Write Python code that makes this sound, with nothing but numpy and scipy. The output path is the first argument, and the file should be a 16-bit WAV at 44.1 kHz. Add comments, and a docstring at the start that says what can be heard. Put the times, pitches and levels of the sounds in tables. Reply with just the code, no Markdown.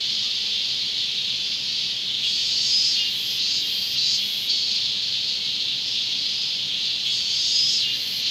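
"""A cicada on a trunk, first heard well into a long dry rattle, goes into a rising whine.
Pauses of thin ticking and two short notes follow, then a fast rattle that runs down; then whine, pause, note.
Two tymbals click in turn into a hollow belly, whose resonance moves as it stretches and relaxes.
Throughout: a far chorus of buzzing resonators with single swells, fuzzy noise whistles at times,
and a low rumble of distant traffic made of filtered noise."""
import sys
import numpy as np
from scipy import signal
from scipy.fft import rfft, irfft
from scipy.io import wavfile
from scipy.ndimage import uniform_filter1d

SR = 44100
rng = np.random.default_rng(int(sys.argv[2]) if len(sys.argv) > 2 else 0)


def store_wav(level_fs):
    """Save 16-bit WAV to argv[1]."""
    pcm = np.round(np.clip(np.atleast_2d(level_fs), -1, 1) * 32767)
    wavfile.write(sys.argv[1], SR, pcm.T.astype(np.int16))


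N = 366030
TIME = np.arange(N) / SR
WAVERS_PER_S = 5.83  # corner scale of the singer's slow drifts


def gain_of(db):
    """dB to amplitude ratio."""
    return 10 ** (np.asarray(db) / 20)


def evened(x):
    """Scales to rms 1."""
    return x / np.sqrt(np.mean(x ** 2) + 1e-20)


def levelled(x, size):
    """Holds the running rms near 1; size in samples."""
    power = uniform_filter1d(uniform_filter1d(x ** 2, size), size)
    return x / np.sqrt(abs(power) + 1e-20)


def follow(rows, at):
    """Interpolates each later column of a table linearly along its first."""
    places, *columns = np.transpose(rows)
    return [np.interp(at, places, column) for column in columns]


def wander(hz):
    """Gaussian low-passed noise of rms 1: a slow random drift."""
    roll_off = np.exp(-(np.fft.rfftfreq(N, 1 / SR) / hz) ** 2)
    return evened(irfft(rfft(rng.standard_normal(N)) * roll_off, N))


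def colour(x, points, size=8192):
    """Minimum-phase filter through (f/Hz, level/dB) points."""
    hz, db = np.transpose(points)
    bin_hz = abs(np.fft.fftfreq(size, 1 / SR))
    log_gain = np.log(gain_of(np.interp(np.log(bin_hz + 1), np.log(hz), db)))
    taps = np.fft.ifft(np.exp(np.conj(signal.hilbert(log_gain)))).real
    return signal.oaconvolve(x, taps[:size // 2])[:N]


def resonate(x, hz, width_hz):
    """One-pole resonance of peak gain 1, at a fixed or moving frequency."""
    turn = np.exp(2j * np.pi * np.cumsum(hz * np.ones(N)) / SR)
    r = np.exp(-np.pi * width_hz / SR)
    shifted = x / turn + 1e-18
    return 2 * (turn * signal.lfilter([1 - r], [1, -r], shifted)).real


def spread(x, hz, width_hz):
    """All-pass ringing: draws clicks out in time, magnitude spectrum unchanged."""
    r = np.exp(-np.pi * width_hz / SR)
    poles = np.array([1, -2 * r * np.cos(2 * np.pi * hz / SR), r * r])
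    return signal.lfilter(poles[::-1], poles, x)


def scatter(x, t60_s, size=20000):
    """Sparse decaying echoes from bark, branches and leaves, of energy 1."""
    t_s = np.arange(size) / SR
    taps = rng.standard_normal(size) * (rng.random(size) < .1) * 1000 ** (-t_s / t60_s)
    return signal.oaconvolve(x, taps / np.linalg.norm(taps))[:N]


def wood(x, count=3):
    """Independently fluttering echo sets, which blur the overtones."""
    echoes = sum(scatter(x * wander(45), t60_s=.18) for _ in range(count))
    return echoes / np.sqrt(count)


def strokes(rate, lag, jitter_s, uneven_db):
    """One band-limited click per cycle, lag cycles late, random in timing and size."""
    turns = np.cumsum(rate) / SR - lag
    at = np.flatnonzero(np.diff(np.floor(turns)) > 0)
    late, size = rng.standard_normal((len(at), 2)).T
    to_crossing_s = (np.ceil(turns[at]) - turns[at]) / rate[at]
    place = at + SR * (to_crossing_s + late * (jitter_s * np.ones(N))[at])
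    near = np.floor(place).astype(int)[:, None] + np.arange(-8, 9)
    off = near - place[:, None]
    clicks = np.sinc(off) * np.sinc(off / 9)  # windowed sinc: sub-sample placement
    clicks *= gain_of(size * (uneven_db * np.ones(N))[at])[:, None]
    return np.bincount(np.clip(near, 0, N - 1).ravel(), clicks.ravel(), N)


def raggedness(rate):
    """0 for fast even strokes, 1 for a slow rattle."""
    return np.clip((182 - rate) / 45, 0, 1) ** 1.4


# colour of a tymbal click: f/Hz, level/dB
CLICK_COLOUR = [(900, -43.5), (1500, -15), (2000, -7), (2500, 1.5), (3000, 4.5), (3500, 5), (4400, 1.5),
                (5200, 0.5), (5600, -4), (6000, -8.5), (6400, -2), (6800, -4), (7150, -5), (7520, -11),
                (7700, -6.5), (8000, -7.5), (8600, -12.5), (9200, -19.5), (12000, -18)]
# narrow body resonances: f/Hz, width/Hz, level/dB
BODY_MODES = [(2850, 43, 3), (3345, 110, 0), (3955, 25, 3), (4340, 150, -2.5), (4520, 170, 0.5),
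              (5067, 70, -10), (5380, 200, -8), (5944, 100, 2), (6330, 190, -1.5), (6740, 89, 1)]
# lows lost as the belly stretches: belly f/Hz, lows level/dB
STRETCH_LOWS = [(3420, 2), (4470, -1.5), (4700, -1), (5000, -7)]


def song(rate, lag, belly_hz, effort_db, treble_db, tip_db):
    """Two tymbals buckle in turn into a resonant belly: even when fast, ragged when slow."""
    ragged = raggedness(rate)
    slack = np.clip((3900 - belly_hz) / 800, 0, 1)
    belly_hz = belly_hz + 30 * wander(17)
    lows_db, = follow(STRETCH_LOWS, belly_hz)
    jitter_s = 6e-6 + 1.1e-4 * ragged + 1e-5 * slack
    uneven_db = 1.2 + 1.5 * ragged
    second_lag = lag + .0025 * wander(WAVERS_PER_S)
    first = strokes(rate, 0, jitter_s, uneven_db)
    clicks = first + .84 * strokes(rate, second_lag, jitter_s, uneven_db)
    # belly stretch and opening set the balance of lows and treble
    lows = signal.sosfiltfilt(signal.butter(4, 3800, fs=SR, output="sos"), clicks)
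    treble = signal.sosfiltfilt(signal.butter(2, 5600, "high", fs=SR, output="sos"), clicks)
    clicks = clicks + treble * (gain_of(treble_db) - 1) + lows * (gain_of(lows_db) - 1)
    sound = colour(resonate(resonate(clicks, belly_hz, 1970), belly_hz, 2100), CLICK_COLOUR)
    # sharp tip of the resonance picks out single overtones
    sound = sound + gain_of(tip_db) * resonate(sound, belly_hz, 180)
    modes = sum(gain_of(db) * resonate(sound, hz, width_hz) for hz, width_hz, db in BODY_MODES)
    sound = sound + modes * (1 - .19 * ragged)
    for hz, _, _ in BODY_MODES:  # body rings on between strokes
        sound = spread(sound, hz, width_hz=115)
    sound = sound + .18 * scatter(sound, t60_s=.05)
    sound = sound + gain_of(-5 + 5 * ragged) * wood(sound)
    return gain_of(effort_db + .76) * levelled(sound, size=1500)


# colour of the ticks: f/Hz, level/dB
TICK_COLOUR = [(6000, -20), (7700, -7), (9600, -23), (10600, -2), (11500, -5), (12700, 5), (13500, -7),
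               (14400, -1), (15600, -12)]


def ticks(rate, ticking_db):
    """Bare tymbal snaps, near side louder; in faint ticking the echoes dominate."""
    jitter_s = 6e-6 + 2.5e-4 * raggedness(rate) ** 2
    far_side = .5 * strokes(rate, 1 / 2, jitter_s, 1.5)
    snaps = colour(strokes(rate, 0, jitter_s, .84) + far_side, TICK_COLOUR)
    bare = np.clip((ticking_db + 60) / 12, .2, 1)
    fluttering = snaps * (.9 + .45 * wander(150))
    echoes = .65 * scatter(fluttering, t60_s=.12)
    return gain_of(ticking_db) * levelled(bare * snaps + echoes, size=700)


# rattle strokes: t/s from start, rate/(strokes/s)
RATTLE_STROKES = [(0, 186), (.08, 177), (.18, 148), (.3, 124), (.52, 110), (.85, 102), (1.35, 91),
                  (1.9, 81.5), (2.5, 78)]
# surges and lulls of effort: t/s, level change/dB, belly shift/Hz
EFFORT_SURGES = [(0.09, 2, -150), (0.33, 0, 0), (0.56, 3.5, -500), (1.0, 2, 250), (1.35, 2.5, -600),
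                 (1.6, -10, 0), (1.78, 4, -100), (1.98, -31, 0), (4.75, 2, 0), (5.0, -3, 100),
                 (5.18, 1.5, -550), (5.29, 2.5, 100), (5.39, -2.5, 200), (5.74, 1, -500), (5.83, -0.5, 0),
                 (5.98, 4, -250), (6.12, 2.5, -400), (6.451, -1, 300), (6.71, 2.5, -600), (6.86, 1.5, 100)]


def rattle(t, db):
    """Muscles tire, fast then slowly, with surges: strokes slow, belly relaxes, level sinks."""
    tired = t / (t + .1)
    surge_db, surge_hz = sum(np.outer(size, np.exp(-((TIME - s) / .054) ** 2))
                             for s, *size in EFFORT_SURGES)
    rate, = follow(RATTLE_STROKES, t)
    from_hz, to_hz, relax_s = 4450, 4005, .55
    belly_hz = from_hz + (to_hz - from_hz) * t / (t + relax_s)
    belly_hz = belly_hz + surge_hz + 121 * tired * wander(WAVERS_PER_S)
    drop_db, fade_db_per_s, waver_db = 6, 1.77, .94
    effort_db = db - drop_db * tired - fade_db_per_s * t + surge_db
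    effort_db = effort_db + waver_db * wander(WAVERS_PER_S)
    lag, treble_db = .478, -1  # lag in cycles
    tip_db = 4 - 17 * tired
    ticking_db = -59 - 2.5 * tired
    return rate, lag, belly_hz, effort_db, treble_db, tip_db, ticking_db


# whine, belly stretches, peaks, lets go: t/s from start, belly f/Hz, effort/dB, treble/dB,
# resonance tip/dB, ticking/dB
WHINE_BELLY = [(0, 2980, -2, 12, -8, -53), (.055, 3260, -0.5, 16.5, -4, -60), (.1, 4500, -1.5, 14, -8, -59),
               (.2, 4480, -4, 15, 2, -59), (.33, 4700, -0.5, 4, -11, -59), (.45, 4870, -0.5, 9, -8, -58),
               (.53, 5030, 4.5, 4, 10, -59), (.62, 4980, 2, 8, 4.5, -57), (.69, 5080, 2, 4, 0, -58),
               (.72, 4180, 0, 13, 0, -58), (0.75, 3320, 0.5, 8, -12, -55), (.82, 3250, -2.5, -14, -19, -54),
               (.88, 3450, -3.5, -13, -10, -51)]
# whine strokes speed up, then ease: t/s from start, rate/(strokes/s), second tymbal lag/cycles
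WHINE_STROKES = [(0, 178, .48), (.04, 177.8, .48), (.085, 173.7, .475), (.16, 175.4, .473),
                 (.27, 179, .478), (.37, 181.8, .481), (.48, 184.2, .482), (.58, 186.4, .482),
                 (.7, 188.9, .482), (.735, 190.6, .478), (.78, 189.3, .472), (.88, 188, .472)]


def whine(t, db, held_s):
    """Fast strokes into a stretching belly give a rising call, its top held for held_s more."""
    t = t - np.clip(t - .66, 0, held_s)
    belly_hz, effort_db, treble_db, tip_db, ticking_db = follow(WHINE_BELLY, t)
    rate, lag = follow(WHINE_STROKES, t)
    return rate, lag, belly_hz, db + effort_db, treble_db, tip_db, ticking_db


# near-steady strokes of pauses and notes: t/s, rate/(strokes/s), second tymbal lag/cycles
STEADY_STROKES = [(3.09, 187.7, .48), (3.28, 185.6, .485), (3.39, 186.4, .476), (3.46, 188.3, .472),
                  (3.6, 188.3, .469), (3.93, 188, .471), (4.1, 187.4, .468), (4.17, 186.5, .468),
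                  (4.22, 186.5, .447), (4.48, 186.2, .447), (7.96, 188.7, .474), (8.13, 186, .48),
                  (8.3, 186.8, .473)]


def steady_strokes():
    """Tymbals keep going almost unchanged through pauses and notes."""
    return follow(STEADY_STROKES, TIME)


def pause(t, db, belly_hz, tip_db):
    """Belly drawn in: the low hum fades while the bare ticking swells through."""
    rate, lag = steady_strokes()
    fade_db_per_s, treble_db = 23, 8
    ticking_db = np.interp(t, [0, .089], [-50.5, -45])
    return rate, lag, belly_hz, db - fade_db_per_s * t, treble_db, tip_db, ticking_db


def note(t, db):
    """One quick stretch: belly resonance climbs and treble opens."""
    rate, lag = steady_strokes()
    rise_s, close_s, tip_db = .17, .081, -12.5
    belly_hz = np.interp(t, [0, rise_s], [4250, 4850])
    treble_db = np.interp(t, [0, rise_s], [-3, 3])
    ticking_db = np.interp(t, [rise_s, rise_s + close_s], [-57, -50.5])
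    return rate, lag, belly_hz, db, treble_db, tip_db, ticking_db


# Each part lasts until the next begins; levels are base efforts.
# rattles, the first already under way: t/s, level/dB
RATTLE_STARTS = [(-0.38, -23), (4.48, -21)]
# whines: t/s, level/dB, extra hold at top/s
WHINE_STARTS = [(2.22, -24.5, 0.0047), (7.05, -24.5, 0.037)]
# pauses: t/s, level/dB, belly f/Hz, resonance tip/dB
PAUSE_STARTS = [(3.09, -30.5, 3640, -15), (3.614, -29, 3270, 8), (4.18, -28, 3380, -8.5),
                (7.96, -37, 3470, -10)]
# notes: t/s, level/dB
NOTE_STARTS = [(3.384, -25.5), (3.955, -23), (8.22, -28)]


def performance():
    """Joins the parts into smoothed controls: rate, lag, belly, effort, treble, tip, ticking."""
    kinds = (whine, WHINE_STARTS), (pause, PAUSE_STARTS), (note, NOTE_STARTS), (rattle, RATTLE_STARTS)
    parts = [(row, part) for part, table in kinds for row in table]
    parts.sort(key=lambda pair: pair[0])
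    controls = np.zeros(N)
    for (start_s, *settings), part in parts:
        t = np.maximum(TIME - start_s, 0)
        values = np.broadcast_arrays(*part(t, *settings))
        controls = np.where(TIME >= start_s, values, controls)
    change_s = .032  # passage from part to part
    rate, *others = uniform_filter1d(controls, round(change_s * SR), axis=1)
    return rate * (1 + .00119 * wander(WAVERS_PER_S)), *others


# colour of the far chorus: f/Hz, level/dB
CHORUS_COLOUR = [(900, -50), (1500, -21.5), (2000, -11), (2500, -2.5), (3100, 5), (4100, -1), (4700, -4.5),
                 (5400, -5.5), (5900, -7.5), (6600, -11), (7500, -23), (9200, -41), (10500, -24),
                 (12700, -54), (15000, -70)]
# loudness of the far chorus: t/s, level/dB
CHORUS_LEVEL = [(0, -27), (2, -27), (2.8, -25.5), (3.3, -26.5), (3.8, -27), (4.35, -27.5), (5, -29),
                (6.5, -28.5), (7.6, -26.5), (8.05, -27.5), (8.3, -25)]


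def chorus(count=4):
    """Far cicadas: click trains in drifting resonances, smeared by the trees."""
    voices = np.zeros(N)
    for rate in np.linspace(150, 200, count):
        stretch = wander(2.2)  # belly opens: faster, higher, louder
        clicks = strokes(rate * (1 + .02 * stretch), 0, 2e-5, 3)
        belly_hz = 4150 + 700 * np.tanh(stretch)
        voice = gain_of(2.4 * stretch) * resonate(clicks, belly_hz, 600)
        voices += scatter(voice + .2 * clicks, t60_s=.26)
    level_db, = follow(CHORUS_LEVEL, TIME)
    return gain_of(level_db) * levelled(colour(voices, CHORUS_COLOUR), size=12000)


# single far cicadas: t/s, length/s, mid-swell belly f/Hz, peak level/dB
SWELLS = [(0.584, 0.24, 4800, -33.5), (1.603, .17, 5300, -40.5), (1.78, 0.37, 5070, -46),
          (3.673, 0.3, 4530, -33), (5.497, 0.29, 4070, -39), (5.845, 0.13, 5250, -33),
          (6.22, 0.4, 5000, -34), (6.965, 0.13, 5300, -43)]


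def far_swells():
    """Single far click trains swell and fade, their resonance climbing."""
    rate, climb_hz, width_hz = 176, 200, 430  # rate in strokes/s
    out = np.zeros(N)
    for start_s, length_s, hz, db in SWELLS:
        along = np.clip((TIME - start_s) / length_s, 0, 1)
        clicks = strokes(rate * (1 + .02 * wander(WAVERS_PER_S)), 0, 5e-5, 3)
        belly_hz = hz + climb_hz * (along - .5)
        buzz = resonate(resonate(clicks, belly_hz, width_hz), belly_hz, width_hz)
        buzz = scatter(buzz, t60_s=.15)
        arch = np.sqrt(abs(np.sin(np.pi * along)))
        out += gain_of(db) * arch * levelled(buzz, size=3000)
    return out


# faint far calls: t/s, length/s, f/Hz, peak level/dB
CALLS = [(0.24, 0.07, 1210, -56), (2.84, 0.42, 1700, -60), (3.4, 0.38, 1690, -61), (4.95, 0.22, 1700, -57),
         (7.694, 0.58, 1740, -57)]


def far_calls():
    """Soft fuzzy whistles from deep in the wood: arched narrow-band noise."""
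    out = np.zeros(N)
    for start_s, length_s, hz, db in CALLS:
        along = np.clip((TIME - start_s) / length_s, 0, 1)
        arch = np.sqrt(abs(np.sin(np.pi * along)))
        whistle = resonate(resonate(rng.standard_normal(N), hz, 110), hz, 110)
        out += gain_of(db) * arch * evened(whistle)
    return out


# relative spectrum of distant traffic: f/Hz, level/dB
RUMBLE_COLOUR = [(20, -31), (45, -14), (64, -4.5), (100, -1.5), (160, -4), (230, -3), (340, -7.5),
                 (440, -4.5), (600, -10), (1100, -12.5), (1600, -14), (3000, -2.5), (9000, -24),
                 (15000, -42)]
# drone in the traffic: f/Hz, width/Hz, level/dB
DRONE_BANDS = [(129.5, 11.7, -56.5), (197, 33, -56), (284.1, 12.7, -62)]


def traffic():
    """Distant traffic: steady coloured noise plus wavering narrow-band drones."""
    out = gain_of(-44) * evened(colour(rng.standard_normal(N), RUMBLE_COLOUR))
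    for hz, width_hz, db in DRONE_BANDS:
        drone = resonate(resonate(rng.standard_normal(N), hz, width_hz), hz, width_hz)
        out = out + gain_of(db) * evened(drone)
    return out


def scene():
    """Near cicada plus the wood around it."""
    rate, lag, belly_hz, effort_db, treble_db, tip_db, ticking_db = performance()
    cicada = song(rate, lag, belly_hz, effort_db, treble_db, tip_db) + ticks(rate, ticking_db)
    return (cicada + chorus() + far_swells() + far_calls() + traffic())[None]


def record(dry):
    """Recorder band limit: linear-phase low-pass."""
    edge_hz = 15700
    taps = signal.firwin(511, edge_hz, window=("kaiser", 9), fs=SR)
    return signal.oaconvolve(dry, taps[None], "same")


dry = scene()
out = record(dry)
store_wav(out)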